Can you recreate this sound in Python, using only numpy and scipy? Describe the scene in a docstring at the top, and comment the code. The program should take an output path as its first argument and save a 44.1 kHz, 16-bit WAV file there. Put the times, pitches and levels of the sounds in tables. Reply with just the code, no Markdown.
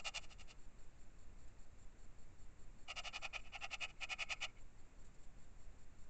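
"""Magpie in an open field

A magpie chatters close to a trail camera lying in the grass. Each note is a harsh rasp: uneven pulses
from the syrinx excite the resonances of throat and beak. Far bushes return faint echoes, and dry
stalks tick underfoot. The camera adds its own hiss, a low hum, and a soft fizzing tick five times
a second as it stores data."""
import sys
import numpy as np
from scipy import signal
from scipy.fft import rfft, irfft
from scipy.io import wavfile
from scipy.ndimage import uniform_filter1d

SR = 44100
rng = np.random.default_rng(int(sys.argv[2]) if len(sys.argv) > 2 else 0)


def inscribe(sig):
    """Save sig as 16-bit PCM at rate SR to the path in sys.argv[1].

    A 1-D sig is mono; a 2-D sig holds one channel per row.
    Samples are clipped to [-1, 1] before scaling.
    """
    pcm = np.round(np.clip(np.atleast_2d(sig).T, -1, 1) * 32767)
    wavfile.write(sys.argv[1], SR, pcm.astype(np.int16))


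N = 268634

# Spectral density of the hiss and rumble: f/Hz, level/dB
HISS_SPECTRUM = [(12, -76), (30, -76), (55, -86), (110, -91.5), (250, -99), (500, -103.5), (1000, -108),
                 (2600, -112), (3200, -121), (3600, -119), (5200, -123), (6600, -120), (7330, -111.5),
                 (7900, -123), (8700, -133)]
# Hum at harmonics of the camera's picture rate: f/Hz, level/dB
HUM_PARTIALS = [(30, -70), (60, -79), (90, -78), (120, -87.5), (150, -88.5), (180, -93), (210, -89),
                (270, -88.5)]
# Spectral peaks of the fizz while data is stored: f/Hz, width/Hz, gain/dB
FIZZ_PEAKS = [(3600, 500, -14.5), (4030, 98, -16.5), (4390, 170, -6.5), (5020, 140, -13),
              (5560, 190, -11.5), (7100, 280, -7.5), (7340, 220, 3), (8550, 360, -16)]
# Dry grass ticking under the bird's feet: t/s, level/dB
STALK_TICKS = [(1.479, -75.5), (5.047, -71), (5.066, -74), (5.145, -74), (5.236, -72)]
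# Echoes from the bushes: delay/s, gain/dB
BUSH_ECHOES = [(.056, -24.5), (.143, -27.5)]
# Bands that the bushes reflect: f/Hz, width/Hz, gain/dB
BUSH_BANDS = [(750, 300, -10.5), (1410, 360, -1), (2226, 120, 7), (2690, 120, -6), (4500, 2700, -10.5)]
# The echoes grow as the bird walks off and turns away: t/s, gain/dB
ECHO_GROWTH = [(3.6, -4), (4.44, 1.5)]
# Bands cancelled by reflections off the ground and the housing: f/Hz, width/Hz
NOTCHES = [(1600, 170), (3200, 237), (6400, 520)]
# Fixed resonances of throat and beak: f/Hz, width/Hz, gain/dB
FORMANTS = [(665, 120, -9), (785, 100, -5.5), (1080, 100, -17), (1295, 130, -4.5), (1765, 80, -12),
            (1950, 110, -10.3), (2195, 90, -6.5), (2450, 170, -3), (2880, 240, -4), (3450, 400, -12),
            (4160, 100, -14.5), (4520, 380, -14.5), (4850, 100, -16), (5080, 150, -14), (5500, 350, -19.5),
            (5980, 340, -14), (6700, 380, -12.5), (7400, 480, -16), (8300, 260, -29)]
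# How the beak is held: t/s, main resonance f/Hz, gain of the low chest tones/dB
BEAK_POSTURE = [(.17, 2790, -1.9), (3.07, 2800, -2.4), (3.16, 2500, -1.3), (3.36, 2490, -4),
                (3.66, 2740, -2.5), (3.84, 2534, -5.5), (4.2, 2490, -5.5)]
# Treble as the bird moves its head: t/s, brightness/dB, further gain at the top edge/dB
HEAD_TREBLE = [(.5, 4, -1), (2.9, -1, -3.5), (3.16, 1.5, -7), (3.36, -5, -5.5), (3.56, -6.5, -7),
               (3.74, -1.1, -4), (3.84, -4, -0.5), (4.2, -2.5, -3)]
# Chest tones come sooner and linger, treble goes first: lower edge f/Hz, attack exponent, release/length
REGISTER_ENVELOPES = [(0, 0.71, 0.25), (1600, 0.9, 0.19), (3200, 0.97, 0.17)]
# Notes of the chatter: envelope peak t/s, length/s, level/dB
CHATTER = [(-.015, 0.062, -43.5), (.079, 0.065, -45.5), (.172, 0.064, -46.5), (.245, 0.062, -64),
           (0.326, .066, -63.5), (.413, 0.057, -62.5), (0.511, 0.072, -63), (2.91, 0.061, -49.5),
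           (2.991, 0.063, -48), (3.075, 0.073, -49.5), (3.163, 0.065, -48.5), (3.253, .069, -48),
           (3.361, .06, -47), (3.399, .035, -65), (3.471, 0.067, -65), (3.557, 0.068, -51.5),
           (3.645, 0.069, -48.5), (3.741, .068, -47.5), (3.84, .069, -45), (3.904, 0.053, -64),
           (4.037, 0.063, -47), (4.126, 0.069, -45), (4.222, 0.069, -44.5), (4.324, .067, -44),
           (4.442, 0.067, -44.5)]


def gain_of(db):
    """Amplitude ratio of a level in decibels."""
    return 10 ** (np.asarray(db) / 20)


def unit_rms(x):
    """Normalisation to an rms of 1."""
    return x / np.sqrt(np.mean(x ** 2) + 1e-20)


def spectrum_gain(points, hz):
    """Amplitude from levels interpolated on a logarithmic frequency axis."""
    f, db = np.transpose(points)
    return gain_of(np.interp(np.log(hz + 1), np.log(f + 1), db))


def follow(curve, s):
    """Linear interpolation of each column of a control curve at time s."""
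    times, *columns = np.transpose(curve)
    return [np.interp(s, times, column) for column in columns]


def add(mix, s, sound):
    """Superposition of a sound on the mix, starting at time s."""
    start = round(s * SR)
    sound = sound[max(-start, 0):]
    part = mix[max(start, 0):][:len(sound)]
    part += sound[:len(part)]


def resonances(modes, hz):
    """Gain of steep-sided resonances whose powers add."""
    powers = (gain_of(db) ** 2 / (1 + ((hz - f) / (.78 * width)) ** 2) ** 2 for f, width, db in modes)
    return np.sqrt(sum(powers))


def colour(x, gain_at, size=4096):
    """Minimum-phase filter of gain gain_at(f): it rings after each pulse, never before."""
    hz = abs(np.fft.fftfreq(size, 1 / SR))
    log_gain = np.log(np.maximum(gain_at(hz), 1e-5))
    taps = np.fft.ifft(np.exp(np.conj(signal.hilbert(log_gain)))).real
    return signal.fftconvolve(x, taps[:size // 2])[:len(x)]


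def wobble(samples, rate_hz):
    """Random fluctuation of rms 1, low-passed near rate_hz."""
    hz = np.fft.rfftfreq(samples, 1 / SR)
    return unit_rms(irfft(rfft(rng.standard_normal(samples)) * np.exp(-(hz / rate_hz) ** 2), samples))


def hiss_and_hum(hiss_db=-.2, waver_db=.25, whine_hz=6335, whine_db=-98):
    """A continuous noise spectrum from air and microphone, plus spectral lines of hum and whine."""
    hz, t = np.fft.rfftfreq(N, 1 / SR), np.arange(N) / SR
    noise = irfft(rfft(rng.standard_normal(N)) * spectrum_gain(HISS_SPECTRUM, hz), N) * np.sqrt(SR / 2)
    tones = sum(np.sqrt(2) * gain_of(db) * np.sin(2 * np.pi * (f * t + rng.random()))
                for f, db in HUM_PARTIALS + [(whine_hz, whine_db)])
    return noise * gain_of(hiss_db + waver_db * wobble(N, 6)) + tones


def data_bursts(first_s=.186, period_s=.2, pip_hz=4420, pip_decay_s=.0037,
                fizz_db=-77, pip_db=-76, sag_db=-52):
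    """Periodic loading: each write pips, fizzes and pulls down the supply, which then swings back."""
    busy, pips, t = np.zeros(N), np.zeros(N), np.arange(SR // 20) / SR
    for s in np.arange(first_s - period_s, N / SR, period_s):
        length_s = (.037 if 4.5 < s < 5.1 else .066) + .008 * rng.uniform(-1.1, 1)
        add(busy, s, np.ones(int(SR * length_s)))
        add(pips, s, np.sin(2 * np.pi * pip_hz * t) * np.exp(-t / pip_decay_s))
    noise = unit_rms(colour(rng.standard_normal(N), lambda hz: resonances(FIZZ_PEAKS, hz)))
    fizz = uniform_filter1d(busy, size=200) * noise
    supply_response = signal.butter(1, [4.6, 16], "band", fs=SR, output="sos")
    sag = signal.sosfilt(supply_response, -uniform_filter1d(busy, size=500))
    return gain_of(fizz_db) * fizz + gain_of(pip_db) * pips + gain_of(sag_db) * unit_rms(sag)


def grass_ticks(decay_s=.007):
    """Broadband transients: dry stalks give tiny bright crackles that decay exponentially."""
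    out, t = np.zeros(N), np.arange(SR // 20) / SR
    crisp = [(2000, -14), (4400, -12.5), (6200, -15), (7400, 1), (8500, -20.5)]  # f/Hz, gain/dB
    envelope = t / decay_s * np.exp(1 - t / decay_s)
    for s, db in STALK_TICKS:
        snap = unit_rms(colour(rng.standard_normal(len(t)), lambda hz: spectrum_gain(crisp, hz)))
        add(out, s - decay_s / 2, gain_of(db) * snap * envelope)
    return out


def field_echoes(x, scatter_s=.003, wash_db=-35, t60_s=.28):
    """Diffuse reflection: bushes return dull, smeared echoes over a thin wash from the grass."""
    t = np.arange(SR // 2) / SR
    response = gain_of(wash_db - 60 * t / t60_s) * rng.standard_normal(len(t))
    response *= np.sqrt(np.log(1e6) / t60_s / SR)  # wash energy independent of decay time
    for delay, db in BUSH_ECHOES:
        twigs = rng.standard_normal(len(t)) * np.exp(-t / scatter_s)
        add(response, delay, gain_of(db) * ((t == 0) + .5 * twigs / np.linalg.norm(twigs)))
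    incident = x * gain_of(follow(ECHO_GROWTH, np.arange(N) / SR)[0])
    return colour(signal.fftconvolve(incident, response)[:N], lambda hz: resonances(BUSH_BANDS, hz))


def through_grass(x, scatter_db=-2, scatter_s=.0015):
    """Multipath scattering by stalks blurs the pulses but largely keeps their colour."""
    t = np.arange(len(x)) / SR
    stalks = rng.standard_normal(len(t)) * np.exp(-t / scatter_s)
    path = rfft((t == 0) + gain_of(scatter_db) * stalks / np.linalg.norm(stalks))
    return irfft(rfft(x) * path / np.hypot(abs(path), .25), len(x))


def syrinx(place, pitch_hz=680, arch=.7, jitter=.24, air_share=.49, flutter_db=1.33, flutter_hz=320):
    """Modulated airflow: uneven, fluttering pulses, each with a puff of air, arch in rate over a note."""
    samples = len(place)
    rate_hz = pitch_hz * np.exp(jitter * wobble(samples, 500) - arch * place ** 2)
    cycles = np.cumsum(rate_hz) / SR + rng.random()
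    pulses = np.diff(np.floor(cycles), prepend=0)
    puffs = np.exp(-(cycles % 1) / .44) * rng.standard_normal(samples)
    drive = np.sqrt(1 - air_share) * unit_rms(pulses - pulses.mean())
    drive += np.sqrt(air_share) * unit_rms(puffs)
    return drive * gain_of(flutter_db * wobble(samples, flutter_hz))


def swell(x, place, attack_share=.58, release_power=1.54):
    """Amplitude envelope: each register rises with the air pressure, then dies away ever faster."""
    edges_hz = [row[0] for row in REGISTER_ENVELOPES[1:]]
    register = np.digitize(np.fft.rfftfreq(len(x), 1 / SR), edges_hz)
    rise, after = np.clip(1 + place / attack_share, 0, 1), np.maximum(place, 0)
    out = np.zeros(len(x))
    for k, (_, power, release) in enumerate(REGISTER_ENVELOPES):
        band = irfft(rfft(x) * (register == k), len(x))
        out += band * rise ** power * np.exp(-(after / release) ** release_power)
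    return out


def vocal_tract(hz, s, beak_width_hz=125, leak_db=-36):
    """Formant gain of throat and half-open beak, tilted by the bird's posture at time s."""
    beak_hz, chest_db = follow(BEAK_POSTURE, s)
    bright_db, edge_db = follow(HEAD_TREBLE, s)
    tilt = [(1400, chest_db), (2100, 0), (3000, 0),
            (3700, bright_db), (6100, bright_db), (7000, bright_db + edge_db)]
    modes = FORMANTS + [(beak_hz, beak_width_hz, 0)]
    return (resonances(modes, hz) + gain_of(leak_db - hz / 300)) * spectrum_gain(tilt, hz)


def rasp(s, length_s, db):
    """Source and filter: the syrinx drives the vocal tract. Returns one note's start time and sound."""
    t = np.arange(-.055, .07, 1 / SR)
    place = t / length_s  # note lengths from the envelope peak
    drive = swell(syrinx(place), place)
    voice = colour(drive, lambda hz: vocal_tract(hz, s))
    duty = length_s * SR / len(t)  # refers the level to the note's own length
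    return s + t[0], gain_of(db) * unit_rms(through_grass(voice)) * np.sqrt(duty)


def magpie(notch_floor=.026):
    """The run of rasps, notched by destructive interference on the way to the microphone."""
    def interference(hz):
        dips = [abs(hz - f) / np.hypot(hz - f, width / 2) for f, width in NOTCHES]
        return np.prod(dips, axis=0) + notch_floor

    out = np.zeros(N)
    for note in CHATTER:
        add(out, *rasp(*note))
    return colour(out, interference)


def scene():
    """Superposition of the bird, its echoes, the grass and the camera's own noises, in mono."""
    bird = magpie()
    return (bird + field_echoes(bird) + grass_ticks() + hiss_and_hum() + data_bursts())[None]


def record(dry, cutoff_hz=8780):
    """Band limiting: the camera acts as a steep low-pass filter."""
    lowpass = signal.firwin(301, cutoff_hz, window=("kaiser", 9), fs=SR)
    return signal.oaconvolve(dry, lowpass[None], "same")


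dry = scene()
out = record(dry)
inscribe(out)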